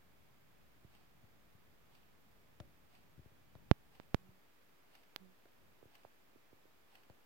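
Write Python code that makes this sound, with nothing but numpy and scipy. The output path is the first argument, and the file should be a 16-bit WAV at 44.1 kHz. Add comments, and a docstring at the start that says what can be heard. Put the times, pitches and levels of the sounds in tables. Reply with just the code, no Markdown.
"""A hand-held camera on a quiet lawn. From the start, the hand rumbles on it over faint outdoor hiss.
Just before 1 s, fingers begin knocking softly on the case, and a very faint whirr inside the camera
starts to come once a second. From 3.7 to 5.2 s a finger pops the right microphone port (its opening)
four times, and judders across the case after each of the last two pops. In between, at 4.3 s, the grip
relaxes and the rumble drops away. The knocks, the whirr and the hiss carry on to the end."""
import sys
import numpy as np
from scipy import signal
from scipy.fft import rfft, irfft
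from scipy.io import wavfile

SR = 44100
rng = np.random.default_rng(int(sys.argv[2]) if len(sys.argv) > 2 else 0)


def transcribe(u):
    """Save the signal u as a 16-bit wav file named by the first command-line argument.

    u: samples, shape (n,) or (channels, n), limited to [-1, 1]; the rate is SR.
    q: integer samples, one column per channel.
    """
    v = np.clip(np.atleast_2d(u).T, -1, 1)
    q = np.round(v * 32767).astype(np.int16)
    wavfile.write(sys.argv[1], SR, q)


N = 319725
T = np.arange(N) / SR


# A finger seals the right port. Each row: start in seconds, pressure step in dB, pitch of the leak in Hz,
# width of the leak in Hz, treble cutoff in Hz, ring of the rim in dB.
FINGER_POPS = [(3.7135, -2, 94.5, 109, 4500, -62), (3.9998, -28.5, 165, 380, 6000, -72),
               (4.1454, -9, 97, 146, 13100, -68), (5.1618, -10.5, 910, 6100, 16000, -27)]
# The tones of the port's rim. 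Each row: pitch in Hz, level in dB, seconds to fade by 60 dB.
RIM_TONES = [(460, -25, .015), (3500, -15, .011), (4430, 4.5, 0.0016)]
# How the port and its hollow colour a sound. Each row: frequency in Hz, boost or cut in dB.
PORT_COLOUR = [(1000, -1.5), (2200, -2), (4000, -3), (6000, -7), (8000, -13), (9600, -20), (11000, -8),
               (12500, -2.5), (15000, 3)]

def port_pops():
    """Sealing the port traps a step of pressure that leaks away, swinging once below zero."""
    out = np.zeros(N)
    rim = sum(from_db(db) * ring(click(), hz, t60) for hz, db, t60 in RIM_TONES)   # a nail pings the rim
    for start, step_db, leak_hz, width_hz, edge_hz, ring_db in FINGER_POPS:
        pressure = resonance(click(), leak_hz, width_hz) * SR / (2 * np.pi * width_hz)
        pop = from_db(step_db) * lowpass(pressure, edge_hz, order=1)   # soft skin rounds the edge
        add(out, start, coloured(pop + from_db(ring_db) * rim, PORT_COLOUR))
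    return out


# Fingers knock on the case. Each row: start in seconds, thud in dB, thud's left minus right in dB,
# tap pitch in Hz, right tap in dB, case ring in dB. Levels compare one knock with another.
FINGER_KNOCKS = [(0.8443, -51.5, -9, 330, -57.5, -80), (1.236, -56, 16, 360, -79, -90),
                 (1.548, -57, 18, 403, -79, -82), (2.601, -42.5, 19, 593, -49, -59.5),
                 (3.176, -51, 10, 321, -72, -80), (3.1901, -49, 8, 340, -59, -77),
                 (3.2571, -52.5, 17, 358, -60, -82), (3.316, -60.5, 13, 436, -64, -83),
                 (3.5524, -48.5, 19, 570, -56.5, -68.5), (4.287, -54.5, 5, 500, -81, -84),
                 (5.4552, -77, 1, 410, -59.5, -71.5), (5.8277, -64.5, -8, 420, -49.5, -91),
                 (5.8546, -58, 7, 385, -57, -89), (6.0496, -63, 4, 606, -45.5, -80),
                 (6.358, -68, -12, 328, -53, -90), (6.5284, -62, -5, 355, -53.5, -88),
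                 (6.654, -73, -7, 368, -56, -88), (7.0985, -52.5, 22, 503, -53.5, -70.5)]

def knocks(rock_hz=110.4, tap_width_hz=400, contact_hz=7000, hard_db=-60, db_per_octave=8):
    """Each knock flexes the shell (tap), rings the case (tick), then rocks the camera in the hand (thud)."""
    out = np.zeros((2, N))
    for start, thud_db, pan_db, tap_hz, tap_db, ring_db in FINGER_KNOCKS:
        tap_damping = (tap_hz / tap_width_hz) ** 0.6   # higher taps are shorter
        tap = swing(tap_hz, tap_damping, pad_hz=2000)
        tap_sides = from_db([[ring_db + 1], [tap_db - 5.5]])   # more of a hard knock crosses to the left
        add(out, start, -tap_sides * tap)
        bright_hz = contact_hz * 2 ** ((ring_db - hard_db) / db_per_octave)   # harder is brighter
        tick = lowpass(np.array([case_ring(), case_ring()]), bright_hz, order=1)
        add(out, start, from_db(ring_db + 5.5) * from_db([[-1.5], [1.5]]) * tick)
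        thud_sides = from_db([[pan_db / 2], [-pan_db / 2]])
        thud = swing(rock_hz, damping=1.36, pad_hz=2 * rock_hz) * thud_sides / np.linalg.norm(thud_sides)
        add(out, start + 0.0021, from_db(thud_db - 1) * thud)
    return out


# The tones of the plastic case. Each row: pitch in Hz, level in dB, seconds to fade by 60 dB.
CASE_TONES = [(334, -10, 0.21), (547, -12.5, 0.41), (591, -4, 0.14), (668, -4.5, 0.063), (740, -13, 0.17),
              (820, -22, 0.092), (1150, 3.5, 0.012), (1370, 0, 0.022), (1810, -6.5, 0.013),
              (3940, 0.5, 0.0061), (4530, -2, 0.013), (5700, -11, 0.0084)]

def case_ring(spread_db=2.5, snap_db=-1, snap_t60=0.023, snap_hz=2500):
    """The struck case gives a short gritty snap, and each of its tones rings with a strength of its own."""
    blow = click()
    luck_db = rng.normal(0, spread_db, len(CASE_TONES))
    tones = sum(ring(blow, hz, t60) * from_db(db + luck_db[k]) * (-1) ** k
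                for k, (hz, db, t60) in enumerate(CASE_TONES))
    fade = np.exp(-np.log(1000) * T[:len(blow)] / snap_t60)
    snap = lowpass(rng.standard_normal(len(blow)) * fade, snap_hz, order=1)
    return blow_one(blow_one(tones) + from_db(snap_db) * blow_one(snap))


# A fingertip drags beside the right port.
# Each row: start in seconds, rise in seconds, fall in seconds, slips per second, level in dB.
FINGER_DRAGS = [(4.17, 0.083, 0.19, 188, -63.5), (5.192, 0.026, 0.15, 187, -56)]

def judders(waver=0.0117, octave_db=-10, third_db=-24):
    """A dragged fingertip sticks and slips regularly: a soft, short buzz."""
    out = np.zeros(N)
    for start, rise, fall, slip_hz, level_db in FINGER_DRAGS:
        speed = 1 + waver * rms_one(lowpass(rng.standard_normal(N), 20))
        phase = 2 * np.pi * np.cumsum(slip_hz * speed) / SR
        press = np.interp(T, [start, start + rise, start + rise + fall], [0, 1, 0]) ** 1.2
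        overtones = from_db(octave_db) * np.sin(2 * phase) + from_db(third_db) * np.sin(3 * phase)
        out += from_db(level_db) * press * rms_one(np.sin(phase) + overtones)
    return out


# The tone of the hand's rumble. Each row: frequency in Hz, relative level in dB.
RUMBLE_COLOUR = [(25, -4), (60, -5), (120, -4), (220, -10.5), (400, -22.5), (800, -41), (2000, -75)]
# The hand shifts. Each row: middle of the move in seconds, half its length in seconds, level in dB.
HAND_SHIFTS = [(2.645, 0.04, -65), (3.646, .09, -66.5), (5.665, 0.072, -70.5)]

def hand_rumble(tight_db=-71.5, relaxed_db=-93.5):
    """The hand rumbles on the case as hard as it grips, and swells whenever it shifts."""
    level = from_db(relaxed_db + (tight_db - relaxed_db) * grip(T))
    for middle, half_s, db in HAND_SHIFTS:
        swell = from_db(db) * np.exp(-.5 * ((T - middle) / half_s) ** 2)
        level = np.hypot(level, swell)
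    return level * banded_noise(RUMBLE_COLOUR, balance=[(50, .8), (500, .3)])


def grip(t, relax_at_s=4.33, relax_length_s=0.12):
    """Tightness of the hand at time t: 1 while it holds tight, 0 once it has relaxed."""
    return np.clip(.5 - (t - relax_at_s) / relax_length_s, 0, 1)


# Smaller ticks as the whirr stops. Each row: seconds after the main tick, dB below it.
STOPPING_TICKS = [(.081, 8), (.144, 19)]

def whirr(first_s=0.951, period_s=1.0005, swell_db=-68.5, tick_db=-57, tick_rise_s=0.001, tick_s=0.0038):
    """Once a second a faint rustle swells inside the camera, ticks brightly, and stops with smaller ticks."""
    turn = np.round((T - first_s) / period_s).clip(0)
    turn_s = first_s + turn * period_s
    t = T - turn_s
    tightness = grip(turn_s)   # a tight hand damps the swell by 2 dB and the ticks by 6 dB
    swell = from_db(swell_db - 2 * tightness) * peak(t, rise_s=0.042, fall_s=0.065)
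    small_ticks = sum(from_db(-db) * peak(t - delay, tick_rise_s, tick_s) for delay, db in STOPPING_TICKS)
    ticks = from_db(tick_db - 6 * tightness) * (peak(t, tick_rise_s, tick_s) + small_ticks)
    sound = swell * whirr_friction(column=2) + ticks * whirr_friction(column=3)
    return sound * from_db([[-1.3], [1.3]])   # a little to the right


# The whirr's resonances. Each row: pitch in Hz, width in Hz, share of the swell in dB, of the tick in dB.
WHIRR_TONES = [(746, 170, 5, 1), (1500, 2000, -6, -3), (2810, 700, -0.5, 5), (3800, 430, -6, -9),
               (4440, 900, -6, -6), (6100, 1600, -22.5, -14), (8220, 500, -11, -13),
               (11260, 360, -21, -8.5), (13450, 490, -15.5, -6)]

def whirr_friction(column):
    """Rubbing noise rings the camera's resonances, at the levels in one column of their table."""
    friction = rng.standard_normal((2, N))
    return rms_one(sum(from_db(row[column]) * resonance(friction, row[0], row[1]) * (-1) ** k
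                       for k, row in enumerate(WHIRR_TONES)))


# The tone of the outdoor air. Each row: frequency in Hz, relative level in dB.
AIR_COLOUR = [(25, -3), (100, -0.5), (270, 0.5), (380, 0), (550, -1.5), (1100, -4.5), (2100, -7),
              (4300, -15), (8000, -21), (12000, -21.5)]
# Which way the air's sound leans. Each row: frequency in Hz, left minus right in dB.
AIR_SIDES = [(100, 1.5), (400, -1.5), (1200, -2), (3500, -3.5), (7000, -1), (10000, 0.5), (15000, 0.5)]

def outdoor_air(level_db=-69.5, shaded_db=0.5):
    """Faint outdoor hiss, shaded a little by the hand while it holds tight."""
    return from_db(level_db - shaded_db * grip(T)) * banded_noise(AIR_COLOUR, AIR_SIDES)


# The tone of the microphones' own hiss. Each row: frequency in Hz, relative level in dB.
HISS_COLOUR = [(1000, -11.5), (8000, -14.5), (10000, -9.5), (12000, -3.5), (14000, 1), (16000, -1)]

def mic_hiss(level_db=-78.5):
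    """Smooth electronic hiss, rising towards the top; each microphone has its own."""
    hz = np.fft.rfftfreq(N, 1 / SR) + 1
    spectrum = rfft(rng.standard_normal((2, N))) * from_db(at_hz(HISS_COLOUR, hz))
    return from_db(level_db) * rms_one(irfft(spectrum, N))


def from_db(db):
    """Turn decibels into a number to multiply by."""
    return 10 ** (np.asarray(db) / 20)


def rms_one(x):
    """Scale a sound so that its average level (rms) is 1."""
    return x / np.sqrt(np.mean(x ** 2) + 1e-30)


def blow_one(x):
    """Scale a short sound to the energy of 10 ms at rms 1."""
    return x * np.sqrt(SR / 100 / np.sum(x ** 2))


def at_hz(points, hz):
    """Read between (Hz, value) rows, giving every octave equal room."""
    frequencies, values = np.transpose(points)
    return np.interp(np.log(hz), np.log(frequencies), values)


def click():
    """A click of height 1, then a quarter of a second to ring out."""
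    return signal.unit_impulse(SR // 4) + 1e-18


def peak(t, rise_s, fall_s):
    """A loudness curve that climbs to 1 at t = 0 and dies away again."""
    return np.exp(np.minimum(t / rise_s, -t / fall_s))


def add(track, start_s, sound):
    """Mix a sound into a track at the given time."""
    i = int(round(start_s * SR))
    track[..., i:i + sound.shape[-1]] += sound[..., :N - i]


def lowpass(x, hz, order=2):
    """Soften everything above hz."""
    return signal.sosfilt(signal.butter(order, min(hz, SR / 2 - 10), fs=SR, output="sos"), x)


def resonance(x, hz, width_hz):
    """Let through a band around hz; a narrow band rings, a very wide one does not."""
    warp = np.tan(np.pi * hz / SR)
    loss = np.pi * width_hz / SR * (1 + warp ** 2)
    return signal.lfilter(*signal.bilinear([loss, 0], [1, loss, warp ** 2], .5), x)


def ring(x, hz, t60):
    """A click sets a pure tone ringing; it fades by 60 dB in t60 seconds."""
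    decay = np.exp(-np.log(1000) / (t60 * SR))
    angle = 2 * np.pi * hz / SR
    return signal.lfilter([0, np.sin(angle)], [1, -2 * decay * np.cos(angle), decay ** 2], x)


def swing(hz, damping, pad_hz):
    """A padded blow passes through three resonances in a row: the swing builds up before it dies."""
    x = lowpass(click(), pad_hz, order=1)
    for _ in range(3):
        x = resonance(x, hz, damping * hz)
    return blow_one(x)


def coloured(x, response):
    """Shape a short sound by (Hz, dB) rows, with no ringing before it starts (minimum phase)."""
    size = 2 * len(x)
    hz = np.fft.rfftfreq(size, 1 / SR) + 1
    cepstrum = irfft(np.log(from_db(at_hz(response, hz))))
    cepstrum[1:size // 2] *= 2
    cepstrum[size // 2 + 1:] = 0
    return irfft(rfft(x, size) * np.exp(rfft(cepstrum)))[:len(x)]


def banded_noise(spectrum, balance):
    """Half-octave bands of noise, unrelated on the left and right; rms 1."""
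    edges = 20 * 2 ** (np.arange(21) / 2)
    white = rng.standard_normal((2, 2, N + SR))
    out = 0
    for k, (low, high) in enumerate(zip(edges, edges[1:])):
        band = signal.sosfilt(signal.butter(2, [low, high], "band", fs=SR, output="sos"), white[k % 2])
        hz = np.sqrt(low * high)
        sides_db = at_hz(balance, hz) * np.array([[.5], [-.5]])
        out = out + band[:, SR:] * from_db(at_hz(spectrum, hz) + sides_db)
    return rms_one(out)


def scene():
    """Handling noises over the outdoor air; the pops and judders are on the right only."""
    out = outdoor_air() + hand_rumble() + mic_hiss() + knocks() + whirr()
    out[1] += port_pops() + judders()
    return out


def record(dry, cutoff_hz=15900, offset=-.0004):
    """The camera's converter cuts the highest treble and sits slightly below zero."""
    return signal.sosfilt(signal.ellip(10, .1, 70, cutoff_hz, fs=SR, output="sos"), dry) + offset


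dry = scene()
out = record(dry)
transcribe(out)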